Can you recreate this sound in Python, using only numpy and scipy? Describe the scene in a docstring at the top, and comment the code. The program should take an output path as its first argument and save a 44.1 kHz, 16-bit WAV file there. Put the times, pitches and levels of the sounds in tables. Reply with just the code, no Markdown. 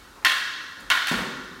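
"""A bare, hard-walled hall where two people spar with a wooden staff and a wooden sword.
The weapons crack together twice, chattering at contact: each hit rings the wood under a bright snap.
Then they clatter lightly as a bare foot stamps on the mat and sets the floor ringing.
Clothes and sliding feet rustle between the blows; the hall rings for over a second above soft room tone."""
import sys
import numpy as np
from scipy import signal
from scipy.fft import rfft, irfft, next_fast_len
from scipy.io import wavfile
from scipy.ndimage import map_coordinates

SR = 44100
rng = np.random.default_rng(int(sys.argv[2]) if len(sys.argv) > 2 else 0)


def transcribe(u):
    """Save the signal u as a 16-bit wav file named by the first command-line argument.

    u: samples, shape (n,) or (channels, n), limited to [-1, 1]; the rate is SR.
    q: integer samples, one column per channel.
    """
    v = np.clip(np.atleast_2d(u).T, -1, 1)
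    q = np.round(v * 32767).astype(np.int16)
    wavfile.write(sys.argv[1], SR, q)


N = 70560
T = np.arange(N) / SR
FFT_SIZE = next_fast_len(2 * N + 2) // 2 * 2
HZ = np.fft.rfftfreq(FFT_SIZE, 1 / SR)
CLICK = signal.unit_impulse(N)

# colour of the room tone: freq_hz, gain_db
AIR_EQ = [(20, -20), (35, -12), (50, -48), (75, -5.5), (130, -9), (300, -6), (700, -14.5), (1500, -6),
          (2300, -54), (3800, -15.5), (8000, -24), (13000, -28), (16000, -33)]
# fader moves of the low rumble: time_s, level_db
RUMBLE_FADER = [(0, -51), (.25, -62), (.4, -73), (.75, -80), (.88, -53.5), (1.0, -71), (1.3, -58),
                (1.6, -57)]
# decay of the hall's tail: freq_hz, t60_s
HALL_DECAY = [(60, 2.1), (220, 0.83), (380, 2.65), (650, 0.76), (1100, 1.63), (1700, 1.61), (2500, 1.08),
              (3600, 1.345), (6000, 1.38), (10000, 0.7), (16000, 0.69)]
# slaps off the far walls: delay_s, level_db
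FAR_ECHOES = [(0.05, -6), (0.07, -4), (.118, -11.5)]
# swishes of cloth and sliding feet: centre_s, half_length_s, level_db
CLOTH_SWISHES = [(0.03, 0.074, -59), (0.171, 0.027, -55), (0.228, 0.0067, -48), (0.825, 0.056, -53.5),
                 (1.19, 0.046, -37), (1.576, 0.041, -68)]
# colour of those swishes: freq_hz, gain_db
CLOTH_EQ = [(100, 2), (300, 12), (1000, 10), (2500, 5), (4500, -25), (8000, -10), (12000, -12),
            (16000, -69)]
# wood sliding along wood and through the grip: centre_s, half_length_s, level_db
WOOD_SLIDES = [(0.626, 0.018, -60), (.807, 0.0056, -49.5), (1.07, 0.015, -63), (1.09, 0.012, -37.5)]
# colour of that friction: freq_hz, gain_db
SLIDE_EQ = [(700, -14), (2000, -10), (4300, -4), (7000, 4), (11500, -0.5), (16000, -8)]
# a light step, then the stamp: start_s, level_db, treble_loss_db_per_octave
FOOTFALLS = [(0.804, -27.5, 1), (1.1144, 4, -0.5)]
# colour of a heel on the mat: freq_hz, gain_db
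HEEL_EQ = [(30, -22.5), (90, -45), (130, -4.5), (175, -1), (250, -0.5), (310, -16), (390, -29.5),
           (480, -9.5), (660, -12.5), (900, -9), (2000, -15.5), (5000, -25.5), (15000, -36)]
# resonances of the floor: pitch_hz, width_hz, gain_db
FLOOR_MODES = [(180, 28, 3), (243.3, 28, 5.5), (368, 30, -2)]
# weapon hits: start_s, level_db, place (0 first grip, 1 second grip), snap_offset_db
WEAPON_HITS = [(0.248, 6, 0.28, -7), (0.2509, 6.5, 0, 6.5), (0.9016, 5, 0.65, 4), (0.9057, 5, 1, -7),
               (1.0715, -1, 0.22, 4.5), (1.0844, -9, 1, -5), (1.093, -7.5, 1, -7)]
# resonances of the two weapons: pitch_hz, width_hz, first_grip_db, second_grip_db
WOOD_MODES = [(1053.3, 18, 3, -12), (1072, 106.6, -18, -1), (1404, 117, -4, -3.5), (1460, 97, -6, 4.5),
              (1668, 61, 1, -4), (1790, 84, -6, 1.5), (1824, 32, 4.5, -7), (1919, 48, 1.5, 1),
              (2219, 49, -2.5, 1.5), (2717, 104, 1.5, -5.5), (3040, 60, -5, 1.5), (3280, 155, -1.5, -9),
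              (3653, 170, -6, -4), (4303, 135, -5.5, -11.5)]
# broad knock under the wood's ring: freq_hz, gain_db
KNOCK_EQ = [(60, -41), (200, -37.5), (290, -19), (450, -35.5), (620, -16.5), (900, -15.5), (1600, -6),
            (3500, -11.5), (5500, -18), (8000, -25), (16000, -32)]
# treble snap of hard wood on wood: freq_hz, gain_db
SNAP_EQ = [(1000, -23.5), (4000, 0.5), (7000, -15), (9000, -11.5), (13000, -13.5), (16000, -22)]


def amp(db):
    return 10 ** (np.asarray(db) / 20)


def unit_rms(x):
    return x / np.sqrt(np.mean(x ** 2) + 1e-20)


def curve(points, hz=HZ):
    """A smooth read of (Hz, value) points along a log frequency axis."""
    freqs, values = np.transpose(points)
    return np.interp(np.log(hz + 1), np.log(freqs + 1), values)


def resonance(hz, width_hz, steepness=1.46):
    """Gain of one resonant peak; steepness shapes its flanks."""
    return (1 + (2 * (HZ - hz) / width_hz) ** 2 / steepness) ** (-steepness / 2)


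def filtered(x, gain):
    return irfft(rfft(x, FFT_SIZE) * gain, FFT_SIZE)[:N]


def dulled(x, cutoff_hz):
    return filtered(x, 1 / (1 + 1j * HZ / cutoff_hz))


def delayed(x, delay_s):
    return np.pad(x, (round(max(delay_s, 0) * SR), 0))[:N]


def minimum_phase(gain):
    """The filter with these gains that rings only after the hit."""
    cepstrum = irfft(np.log(np.maximum(gain, 1e-6)), FFT_SIZE)
    cepstrum[1:FFT_SIZE // 2] *= 2
    cepstrum[FFT_SIZE // 2 + 1:] = 0
    return np.exp(rfft(cepstrum))


def noise(colour):
    return unit_rms(filtered(rng.standard_normal(N), colour))


def decay(t60_s, t=T):
    return np.exp(-np.log(1000) * t / t60_s)


def swell(centre_s, half_length_s, level_db):
    return amp(level_db) * np.exp(-((T - centre_s) / half_length_s) ** 2)


def burst(t60_s):
    """A short dying crunch of unit energy."""
    crunch = rng.standard_normal(N) * decay(t60_s)
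    return crunch / np.linalg.norm(crunch)


def room_tone(air_db=-52.5, waver_db=0.8, waver_hz=10, linger_db=-52.5):
    """The bed: faintly wavering air, a low rumble and the hall's last ring from an earlier blow."""
    waver = map_coordinates(rng.standard_normal(N * waver_hz // SR + 4), [T * waver_hz / SR])
    air = amp(air_db + waver_db * waver) * noise(amp(curve(AIR_EQ)))
    rumble_db = np.interp(T, *np.transpose(RUMBLE_FADER))
    rumble = amp(rumble_db) * noise(resonance(hz=48, width_hz=18))
    linger = amp(linger_db) * noise(wood_colour(place=0.33)) * decay(curve(HALL_DECAY, hz=1150))
    return air + rumble + linger


def hall(reflections=22, first_s=0.005, last_s=0.022, near_db=4, scatter_db=-0.5, tail_db=6):
    """The hall's answer to a click: near floor and walls, scatter, far slaps and a long tail."""
    near = np.zeros(N)
    delays_s = first_s + (last_s - first_s) * (np.arange(reflections) + rng.random(reflections)) / reflections
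    np.add.at(near, (delays_s * SR).astype(int), rng.standard_normal(reflections))
    rise = 1 - np.exp(-T / 0.011)  # the diffuse sound builds over about 11 ms
    scatter = rng.standard_normal(N) * rise * decay(t60_s=0.17)
    early = amp(near_db) * near / np.linalg.norm(near)
    early += amp(scatter_db) * scatter / np.linalg.norm(scatter)
    far = sum(amp(db) * delayed(burst(t60_s=0.031), delay_s) for delay_s, db in FAR_ECHOES)
    # each band of the tail dies at its own rate
    band_hz, frame_s, bands = signal.stft(rng.standard_normal(N), SR, nperseg=512)
    bands *= decay(curve(HALL_DECAY, band_hz)[:, None], frame_s)
    tail = signal.istft(bands, SR, nperseg=512)[1][:N] * rise
    tail /= np.linalg.norm(rise * decay(curve(HALL_DECAY, hz=950)))
    return dulled(early + far, cutoff_hz=5100) + amp(tail_db) * tail


def impact(start_s, level_db, colour, attack, hall_db=0):
    """One hit: its attack and the hall's answer, both rung through the same colour."""
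    return amp(level_db) * delayed(filtered(attack + amp(hall_db) * hall(), minimum_phase(colour)), start_s)


def rustles(whistle_hz=1040, whistle_q=12, hall_db=-5.5):
    """Cloth swishes, wood slides and the sword whistles through the air before it lands."""
    cloth = sum(swell(*swish) for swish in CLOTH_SWISHES) * noise(amp(curve(CLOTH_EQ)))
    slides = sum(swell(*slide) for slide in WOOD_SLIDES) * noise(amp(curve(SLIDE_EQ)))
    swing = swell(centre_s=0.17, half_length_s=0.024, level_db=-52.5)
    whistle = swing * noise(resonance(whistle_hz, whistle_hz / whistle_q))
    return signal.fftconvolve(cloth + slides + whistle, CLICK + amp(hall_db) * hall())[:N]


def floor_flex(lag_s=0.07, pitch_hz=48.3):
    """The floor gives under the weight just after the stamp: a short, deep heave."""
    centre_s = FOOTFALLS[-1][0] + lag_s
    heave = np.sin(2 * np.pi * pitch_hz * (T - centre_s))
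    return swell(centre_s, half_length_s=0.042, level_db=-41) * heave


def footfalls(sole_db=-9):
    """The heel thuds softly on the mat, the sole flattens with a bright slap and the floor rings."""
    floor_power = sum((amp(db) * resonance(hz, width_hz)) ** 2 for hz, width_hz, db in FLOOR_MODES)
    colour = np.sqrt(amp(curve(HEEL_EQ)) ** 2 + floor_power)
    octaves = np.log2(1 + HZ / FLOOR_MODES[0][0])
    landing = dulled(CLICK, cutoff_hz=576) + amp(sole_db) * burst(t60_s=0.035)
    return sum(impact(start_s, db, unit_rms(colour * amp(-treble_loss * octaves)), landing, hall_db=-3)
               for start_s, db, treble_loss in FOOTFALLS)


def wood_colour(place):
    """The place struck sets the balance of the weapons' resonances, over a broad knock."""
    ring_power = sum((amp(first_db + place * (second_db - first_db)) * resonance(hz, width_hz)) ** 2
                     for hz, width_hz, first_db, second_db in WOOD_MODES)
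    return unit_rms(np.sqrt(ring_power + amp(curve(KNOCK_EQ)) ** 2))


def weapons(grind_db=0.5):
    """Staff and sword meet and rebound; each contact rings the wood and gives a bright snap."""
    cracks = np.zeros(N)
    for start_s, db, place, snap_db in WEAPON_HITS:
        bite = CLICK / 2 + amp(grind_db) * burst(t60_s=0.017)  # the faces grind together
        cracks += impact(start_s, db, wood_colour(place), bite)
        # the snap beams at the listener, so it is drier
        cracks += impact(start_s, db + snap_db, amp(curve(SNAP_EQ)), burst(t60_s=0.006), hall_db=-5)
    return cracks


def scene():
    return (weapons() + footfalls() + floor_flex() + rustles() + room_tone())[None]


def record(dry, ceiling=0.5, low_cut_hz=36, high_cut_hz=16100):
    """Master chain: soft-clip the highest peaks, then trim the deepest bass and the very top."""
    rounded = dry[0] / (1 + np.abs(dry[0] / ceiling) ** 6) ** (1 / 6)
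    low_cut = HZ ** 4 / np.hypot(HZ ** 4, low_cut_hz ** 4)
    high_cut = 1 / (1 + (HZ / high_cut_hz) ** 160)
    return filtered(rounded, low_cut * high_cut)[None]


dry = scene()
out = record(dry)
transcribe(out)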